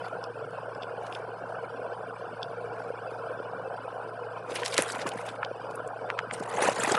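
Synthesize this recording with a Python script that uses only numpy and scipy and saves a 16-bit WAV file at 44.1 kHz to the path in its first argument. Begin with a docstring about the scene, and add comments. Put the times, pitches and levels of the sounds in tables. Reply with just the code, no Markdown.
"""A fan hums softly and its air rush burbles in a quiet bedroom, heard by a hand-held phone.
Fingers tick and tap on the phone case; cloth brushes it briefly three times, then the sleeve and
blanket rustle and bump against it in two longer, stronger passages, with low thuds of the hand.
The hum is wavering sines, air and cloth are shaped noise, ticks and taps are filtered snaps,
and bumps and thuds are decaying sines."""
import sys
import numpy as np
from scipy import signal
from scipy.fft import rfft, irfft
from scipy.io import wavfile
from scipy.ndimage import uniform_filter1d

SR = 44100
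rng = np.random.default_rng(int(sys.argv[2]) if len(sys.argv) > 2 else 0)


def put_to_file(sound):
    """Save the sound as 16-bit audio at rate SR, in the file named by the first command-line argument."""
    columns = np.atleast_2d(sound).T  # one column per channel
    safe = np.clip(columns, -1, 1)
    whole_steps = np.round(safe * 32767)
    wavfile.write(sys.argv[1], SR, whole_steps.astype(np.int16))


N = 307818


def gain_of(db):
    """Decibel law: an amplitude ratio is ten to the power dB / 20."""
    return 10 ** (np.asarray(db) / 20)


def evened(x):
    """Power normalisation: scales to rms 1."""
    return x / np.sqrt(np.mean(abs(x) ** 2) + 1e-20)


def add(mix, s, sound):
    """Superposition: adds a sound to the mix at time s, cut off at the end of the mix."""
    part = mix[round(s * SR):][:len(sound)]
    part += sound[:len(part)]


def read(points, hz):
    """Spectral envelope: interpolates dB on a log-frequency axis."""
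    point_hz, db = np.transpose(points)
    return np.interp(np.log(hz + 1), np.log(point_hz + 1), db)


def noise(shape, size, contrast, patchy_db, flicker_db, cap=6.0):
    """Noise of rms 1 whose short-time power fluctuates, filtered to a spectral shape."""
    overlap = size - size // 4
    cells = evened(signal.stft(rng.standard_normal(N), nperseg=size, noverlap=overlap)[2])
    # patches drift over neighbouring bins and frames
    patches = rng.standard_normal(cells.shape[::-1]).T
    patches = uniform_filter1d(patches, size=5, axis=0)
    patches = evened(uniform_filter1d(patches, size=12, axis=1))
    # flicker is shared by all bins of a frame
    flicker = evened(uniform_filter1d(rng.standard_normal(cells.shape[1]), size=3))
    # contrast stretches loud cells into blobs; cap, in rms units, limits the stretch
    cells = cells * np.minimum(abs(cells), cap) ** contrast
    cells = cells * gain_of(patchy_db * patches + flicker_db * flicker)
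    uneven = signal.istft(cells, nperseg=size, noverlap=overlap)[1][:N]
    envelope = gain_of(read(shape, np.fft.rfftfreq(N, 1 / SR)))
    return evened(irfft(rfft(uneven) * envelope, N))


def hum():
    """Tonal motor noise: steady sines, some with slow random amplitude modulation."""
    # fan motor tones: tone_hz, rms_level_db, waver_db
    tones = [(58.7, -78.5, 0), (113.7, -54.5, 1), (137.8, -65, 4), (173, -63.5, 3)]
    t = np.arange(N) / SR
    out = np.zeros(N)
    for hz, db, waver_db in tones:
        waver_hz = np.geomspace(.4, 12, num=12)
        waver = evened(sum(np.sin(2 * np.pi * (f * t + rng.random())) for f in waver_hz))
        tone = np.sqrt(2) * np.sin(2 * np.pi * (hz * t + rng.random()))  # rms 1
        out += gain_of(db + waver_db * waver) * tone
    return out


def rush():
    """Broadband flow noise: a body burbling in short blobs under a faint twinkling treble."""
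    # spectrum of the body of the air rush: frequency_hz, density_db (relative, per Hz)
    body_shape = [(20, -39), (85, -32.5), (120, -23.5), (180, -16), (215, -24.5), (260, -15), (310, -18),
                  (400, -11.5), (470, 0.5), (560, -5.5), (690, -4), (900, -10), (1040, -7.5), (1170, -15),
                  (1400, -8.5), (1550, -11), (2050, -40.5), (4000, -120)]
    # spectrum of its treble: frequency_hz, density_db (relative, per Hz)
    treble_shape = [(1500, -48), (1900, -52), (2100, -4), (2350, 2.5), (3050, -1), (3300, -11.5),
                    (3450, -4), (3700, -15), (4300, -11), (4850, -7), (5600, -14.5), (6700, -24.5),
                    (8600, -14.5), (9900, -17.5), (11500, -24)]
    body_db, treble_db = -36.5, -57  # rms levels
    body = noise(body_shape, size=512, contrast=1.96, patchy_db=1.5, flicker_db=1.0, cap=1.295)
    treble = noise(treble_shape, size=1024, contrast=1.9, patchy_db=2.3, flicker_db=1.33, cap=2.0)
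    return gain_of(body_db) * body + gain_of(treble_db) * treble


def rustles():
    """Stick-slip friction: grainy fibre hiss and a lower drag, each under its own stroke envelope."""
    # one table a rustle, hiss of the cloth and drag on the case: time_s, hiss_db, drag_db
    strokes = [
        [(0, -66, -52), (.06, -52.5, -44), (.16, -70, -69)],
        [(0.99, -62, -60), (1.09, -58, -49), (1.15, -56, -49), (1.26, -73, -45)],
        [(2.72, -74, -47), (2.8, -56.5, -53), (2.95, -72, -58)],
        [(4.44, -70, -43), (4.5, -55, -49), (4.56, -35, -40), (4.585, -47, -38), (4.625, -40.5, -43),
         (4.655, -47, -58), (4.7, -39, -55), (4.765, -38.5, -56), (4.785, -27, -27), (4.81, -33, -35),
         (4.85, -41.5, -33), (4.89, -35, -50), (4.94, -51, -39.5), (4.99, -42, -36), (5.035, -59, -47),
         (5.07, -38, -28.5), (5.105, -54, -52), (5.14, -46.5, -44), (5.21, -46.5, -50), (5.24, -50, -49),
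         (5.29, -45.5, -35), (5.32, -56, -47), (5.38, -59, -35)],
        [(6.31, -73, -58), (6.35, -46, -55), (6.42, -49, -43.5), (6.5, -45.5, -38.5), (6.548, -40, -36),
         (6.59, -35, -24.5), (6.602, -33, -24.5), (6.628, -30.5, -24.5), (6.675, -27.5, -17.5),
         (6.692, -34, -19.5), (6.724, -37, -33), (6.754, -40.5, -38), (6.785, -36, -32), (6.824, -35, -35),
         (6.836, -31, -34), (6.866, -36, -25.5), (6.878, -30.5, -22), (6.9, -35, -31.5), (6.916, -30, -20.5),
         (6.936, -42, -28.5), (6.952, -32, -25), (6.964, -46, -36.5), (6.99, -30, 4)],
    ]
    # spectrum of the cloth fibres: frequency_hz, density_db (relative, per Hz)
    hiss_shape = [(880, -34.5), (1500, -8), (2150, -8), (4290, -16.5), (4650, -16.5), (5700, -18),
                  (10500, -17.5), (13600, -31), (22000, -120)]
    # spectrum of the case dragged on cloth: frequency_hz, density_db (relative, per Hz)
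    drag_shape = [(35, -73), (60, -60), (108, -39), (145, -27), (394, -6), (676, -6.5), (851, -2.5),
                  (3000, -23), (3900, -69), (6600, -120)]
    hiss = noise(hiss_shape, size=256, contrast=0.75, patchy_db=4.0, flicker_db=2.5, cap=1.8)
    # fibres slip in short crackles, 150 a second on average
    snaps = gain_of(1.5 * np.minimum(rng.exponential(1, N), 4)) * (rng.random(N) < 150 / SR)
    crackle = np.exp(-abs(np.arange(-200, 201)) / 360.0)
    grain = signal.oaconvolve(snaps, crackle, "same")
    hiss = evened(hiss * (1 + 1.1 * evened(grain)))
    drag = noise(drag_shape, size=512, contrast=1.0, patchy_db=3.0, flicker_db=3.5)
    out = np.zeros(N)
    for rows in strokes:
        s, hiss_db, drag_db = np.transpose(rows)
        at = np.arange(round(s[0] * SR), round(s[-1] * SR))
        stroke = gain_of(np.interp(at / SR, s, hiss_db)) * hiss[at % N]
        stroke += gain_of(np.interp(at / SR, s, drag_db)) * drag[at % N]
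        add(out, s[0], stroke * signal.windows.tukey(len(at), .06))
    return out


def contacts(rows, modes=()):
    """Impulse excitation: a snap in a brief scratch, coloured by chance or by resonant modes."""
    out = np.zeros(N)
    t, hz = np.arange(-1024, 1024) / SR, np.fft.rfftfreq(2048, 1 / SR)
    octaves = np.log2((hz + 1) / 1000)  # over 1 kHz
    small = 1j * hz / (700 + 1j * hz)  # a small contact radiates little bass
    twin_s, twin_db = 512 / SR, -20.0  # a faint twin sounds just before and just after
    twins = 1 + 2 * gain_of(twin_db) * np.cos(2 * np.pi * hz * twin_s)
    ring = 0
    for k, (mode_hz, width_hz, db) in enumerate(modes):
        ring = ring + (-1) ** k * gain_of(db) / (1 + 2j * (hz - mode_hz) / width_hz) ** 2
    grits = rng.standard_normal((len(rows), len(t)))
    # each spot has its own colour
    lumps = evened(uniform_filter1d(rng.standard_normal((len(rows), len(hz))), size=24))
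    for (s, peak_db, pitch, fall_db, ms), grit, lump in zip(rows, grits, lumps):
        scratch = grit * np.exp(-abs(t) * 1000 / ms)
        snap = (t == 0) + 0.015 * ms ** 0.9 * scratch  # long scratches bury the snap
        # the colour drops faster the further from the pitch
        drop_db = np.maximum(fall_db, 0) * abs(octaves - pitch) ** 1.32
        colour = -1j * abs(small) ** 2 * gain_of(-drop_db)
        body = ring if len(modes) else gain_of(1.8 * lump)
        tick = irfft(rfft(snap) * colour * body * twins)
        add(out, s + t[0], gain_of(peak_db) * tick / abs(tick).max())
    return out


def ticks():
    """Contact noise: fingers tick on the case, each spot with a random spectral colour."""
    # ticks: time_s, peak_db, pitch_octaves (over 1 kHz), fall_db (one octave from pitch), scratch_ms
    return contacts([(0.052, -45, 2.2, 150, 9.5), (0.509, -39, 3, 8, 2.3), (1.068, -34, 1.3, 7, 6.5),
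                     (4.5086, -29, 0.73, 3.5, 11), (4.521, -28, 1.5, 15, 5.4), (4.555, -19, 3.5, 14, 8),
                     (4.564, -24.5, 1.5, 15, 9.4), (4.5996, -27, 1.4, 8, 21), (4.634, -14.5, 0.81, 14, 4.3),
                     (4.6512, -15.5, 2, 6, 5.5), (4.6572, -21, 2.8, 9, 1.5), (4.6616, -8.5, 1.66, 7.5, 4.9),
                     (4.681, -10.5, 1.9, -2, 4.8), (4.714, -23, 2.2, -4, 4.2), (4.743, -8, 0.8, 2, 4.7),
                     (4.746, -18, 1.5, 3, 1.5), (4.7796, -13.5, 1.5, 17, 7.6),
                     (4.7801, 3.5, 0.85, 1.5, 1.1), (4.7841, -13.5, 0.8, 23, 1.5),
                     (4.8009, -18, 1.1, 6, 8.3), (4.8229, -17, 1.4, 22, 1.5), (4.823, -2, 3.35, 19, 2.6),
                     (4.8827, -19, 3.0, 8, 4.9), (4.9006, -19.5, 0.41, 22, 3.8), (4.901, -29, 4.2, 15, 2.2),
                     (4.922, -15, 2.8, 12, 5.5), (4.9511, -21, 0.66, 9, 7), (4.957, -26, 3.26, 18, 7),
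                     (4.984, -30, 2.9, 14, 5), (4.992, -33, 1.2, 14, 3.3), (5.018, -23.5, 0.86, 5.5, 10),
                     (5.07, -22, 1.7, 7, 3.3), (5.0795, -32, 4.4, 18, 1.5), (5.091, -12.5, 3.7, 1, 3.4),
                     (5.119, -24.5, 1.4, 14, 4.4), (5.159, -36, 2.5, 6, 3), (5.177, -33, 2, 4, 3.5),
                     (5.209, -37, 3, 4, 6), (5.2665, -29, 3.6, 4, 8), (5.2902, -28.5, 1.82, 29, 6.6),
                     (5.4317, -12.5, 0.44, 19.5, 4.4), (5.449, -19.5, 1.57, 19, 3.1),
                     (5.711, -34, 1.9, 4.5, 6.2), (5.757, -21, 3.39, 24, 3.5), (5.8768, -28, 3.08, 22, 3.8),
                     (6.1025, -11.5, 0.48, 12.5, 3.1), (6.191, -9.5, 0.28, 9.5, 3.3),
                     (6.3118, -16, 0.64, 13.5, 3.5), (6.336, -31, 2.85, 500, 4.6),
                     (6.3385, -25.5, 3.1, 500, 5.2), (6.34, -22, 1.8, 2.5, 7.1),
                     (6.6385, -22, 0.9, 12, 3.3), (6.665, -23, 0.45, 18, 2.2), (6.717, -28, 1.6, 10, 3),
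                     (6.781, -26, 0.6, 15, 4.9), (6.802, -10.5, 3.7, 14, 2.2),
                     (6.835, -14.5, 0.54, 25, 4.2), (6.8374, -7, 3, 13, 4.6), (6.894, -25, 2.6, 12, 6.4),
                     (6.9095, -23, 2.2, 12, 2), (6.921, -6, 2.7, 19, 3.5), (6.9508, -14, 0.3, 7, 8.5),
                     (6.9537, -12, 0.35, 6, 2.5)])


def bumps():
    """Damped resonance: a soft push rings the case for a few cycles, with a lower thump under it."""
    # dull pops and bumps: start_s, level_db (before rise and decay), ring_hz
    pushes = [(0.207, -21.5, 557), (1.794, -26, 516), (2.803, -18.5, 800), (2.903, -14, 554),
              (2.982, -23, 620), (3.073, -22, 663), (3.12, -20, 458), (3.316, -37, 595),
              (3.401, -14.5, 520), (3.534, -16, 716), (3.88, -16, 780), (4.514, -19.5, 385),
              (4.7887, -3.5, 540), (5.513, -12.5, 510), (6.1894, -15, 880), (6.312, -23, 725),
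              (6.41, -16, 516), (6.424, -14, 780), (6.464, -34, 527), (6.583, -10, 835), (6.622, -11, 395),
              (6.688, -2, 587), (6.764, -26, 1000), (6.875, -14, 660), (6.949, -10, 820)]
    t60_s, rise_s = 0.015, 0.0011
    out, t = np.zeros(N), np.arange(4000) / SR
    for s, level_db, hz in pushes:
        rise = 1 - np.exp(-t / rise_s)
        ring = np.sin(2 * np.pi * hz * t) + 0.083 * np.sin(2 * np.pi * 0.69 * hz * t)
        add(out, s, gain_of(level_db - 60 * t / t60_s) * rise * ring)
    # the light case moves no deep bass
    return signal.sosfilt(signal.butter(2, 170, "high", fs=SR, output="sos"), out)


def taps():
    """Modal excitation: fingernail taps ring the resonances of the case."""
    # taps: time_s, peak_db, pitch_octaves (over 1 kHz), fall_db (one octave from pitch), scratch_ms
    nail_taps = [(0.2403, -26.5, 2.27, 16, 3.4), (0.75, -39, 2.05, 12, 4.7), (0.8228, -30, 1.8, 25, 1.4),
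                 (0.8282, -36, 2, 25, 1.4), (0.8333, -26, 0.94, 11, 4), (1.1257, -26, 0.96, 16, 2.2),
                 (1.1485, -31, 1.2, 6, 2.2), (1.1513, -23, 0.83, 8.5, 2.6), (2.4302, -18.5, 1.86, 20, 2.8)]
    # modes of the case: mode_hz, width_hz, level_db (relative)
    case_modes = [(2700, 600, -7), (3450, 400, 0), (4480, 400, -8), (5200, 600, 0), (6100, 600, -14),
                  (7800, 600, -6), (9900, 1000, -3)]
    return contacts(nail_taps, case_modes)


def thuds():
    """Damped oscillation with falling pitch: each thud starts high and its pitch sags lower."""
    # low thuds of the hand: start_s, level_db (before rise and decay), starting_hz
    pushes = [(4.789, -22, 516), (4.944, -34, 400), (4.985, -37, 380), (5.054, -24, 520),
              (5.157, -30.5, 320), (6.273, -39, 328), (6.322, -36, 330), (6.403, -26.5, 372),
              (6.551, -35, 264), (6.661, -32, 330), (6.681, -27, 326), (6.714, -35, 220), (6.773, -34, 407),
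              (6.793, -29, 327), (6.819, -37, 196), (6.835, -26.5, 430), (6.912, -29.5, 150),
              (6.951, -29.5, 260)]
    t60_s, rise_s, end_hz, sag_s = 0.058, 0.00069, 120, 0.0065
    out, t = np.zeros(N), np.arange(4000) / SR
    for s, level_db, hz in pushes:
        turns = np.cumsum(end_hz + (hz - end_hz) * np.exp(-t / sag_s)) / SR
        rise = 1 - np.exp(-t / rise_s)
        add(out, s, gain_of(level_db - 60 * t / t60_s) * rise * np.sin(2 * np.pi * turns))
    return signal.sosfilt(signal.butter(4, 100, "high", fs=SR, output="sos"), out)


def scene():
    """Superposition: the pressures of all sources add at one microphone."""
    return (hum() + rush() + rustles() + ticks() + bumps() + taps() + thuds())[None]


def record(dry):
    """Linear filtering: the microphone rolls off at both ends, then a low-pass limits the band."""
    # microphone response: frequency_hz, gain_db
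    response = [(20, -1), (90, 0.5), (10400, -3.5), (11200, -10), (11800, -15), (12300, -34)]
    edge_hz = 12295
    dull = irfft(rfft(dry) * gain_of(read(response, np.fft.rfftfreq(N, 1 / SR))), N)
    band_limit = signal.firwin(511, edge_hz, window=("kaiser", 9), fs=SR)
    return signal.oaconvolve(dull, band_limit[None], "same")


dry = scene()
out = record(dry)
put_to_file(out)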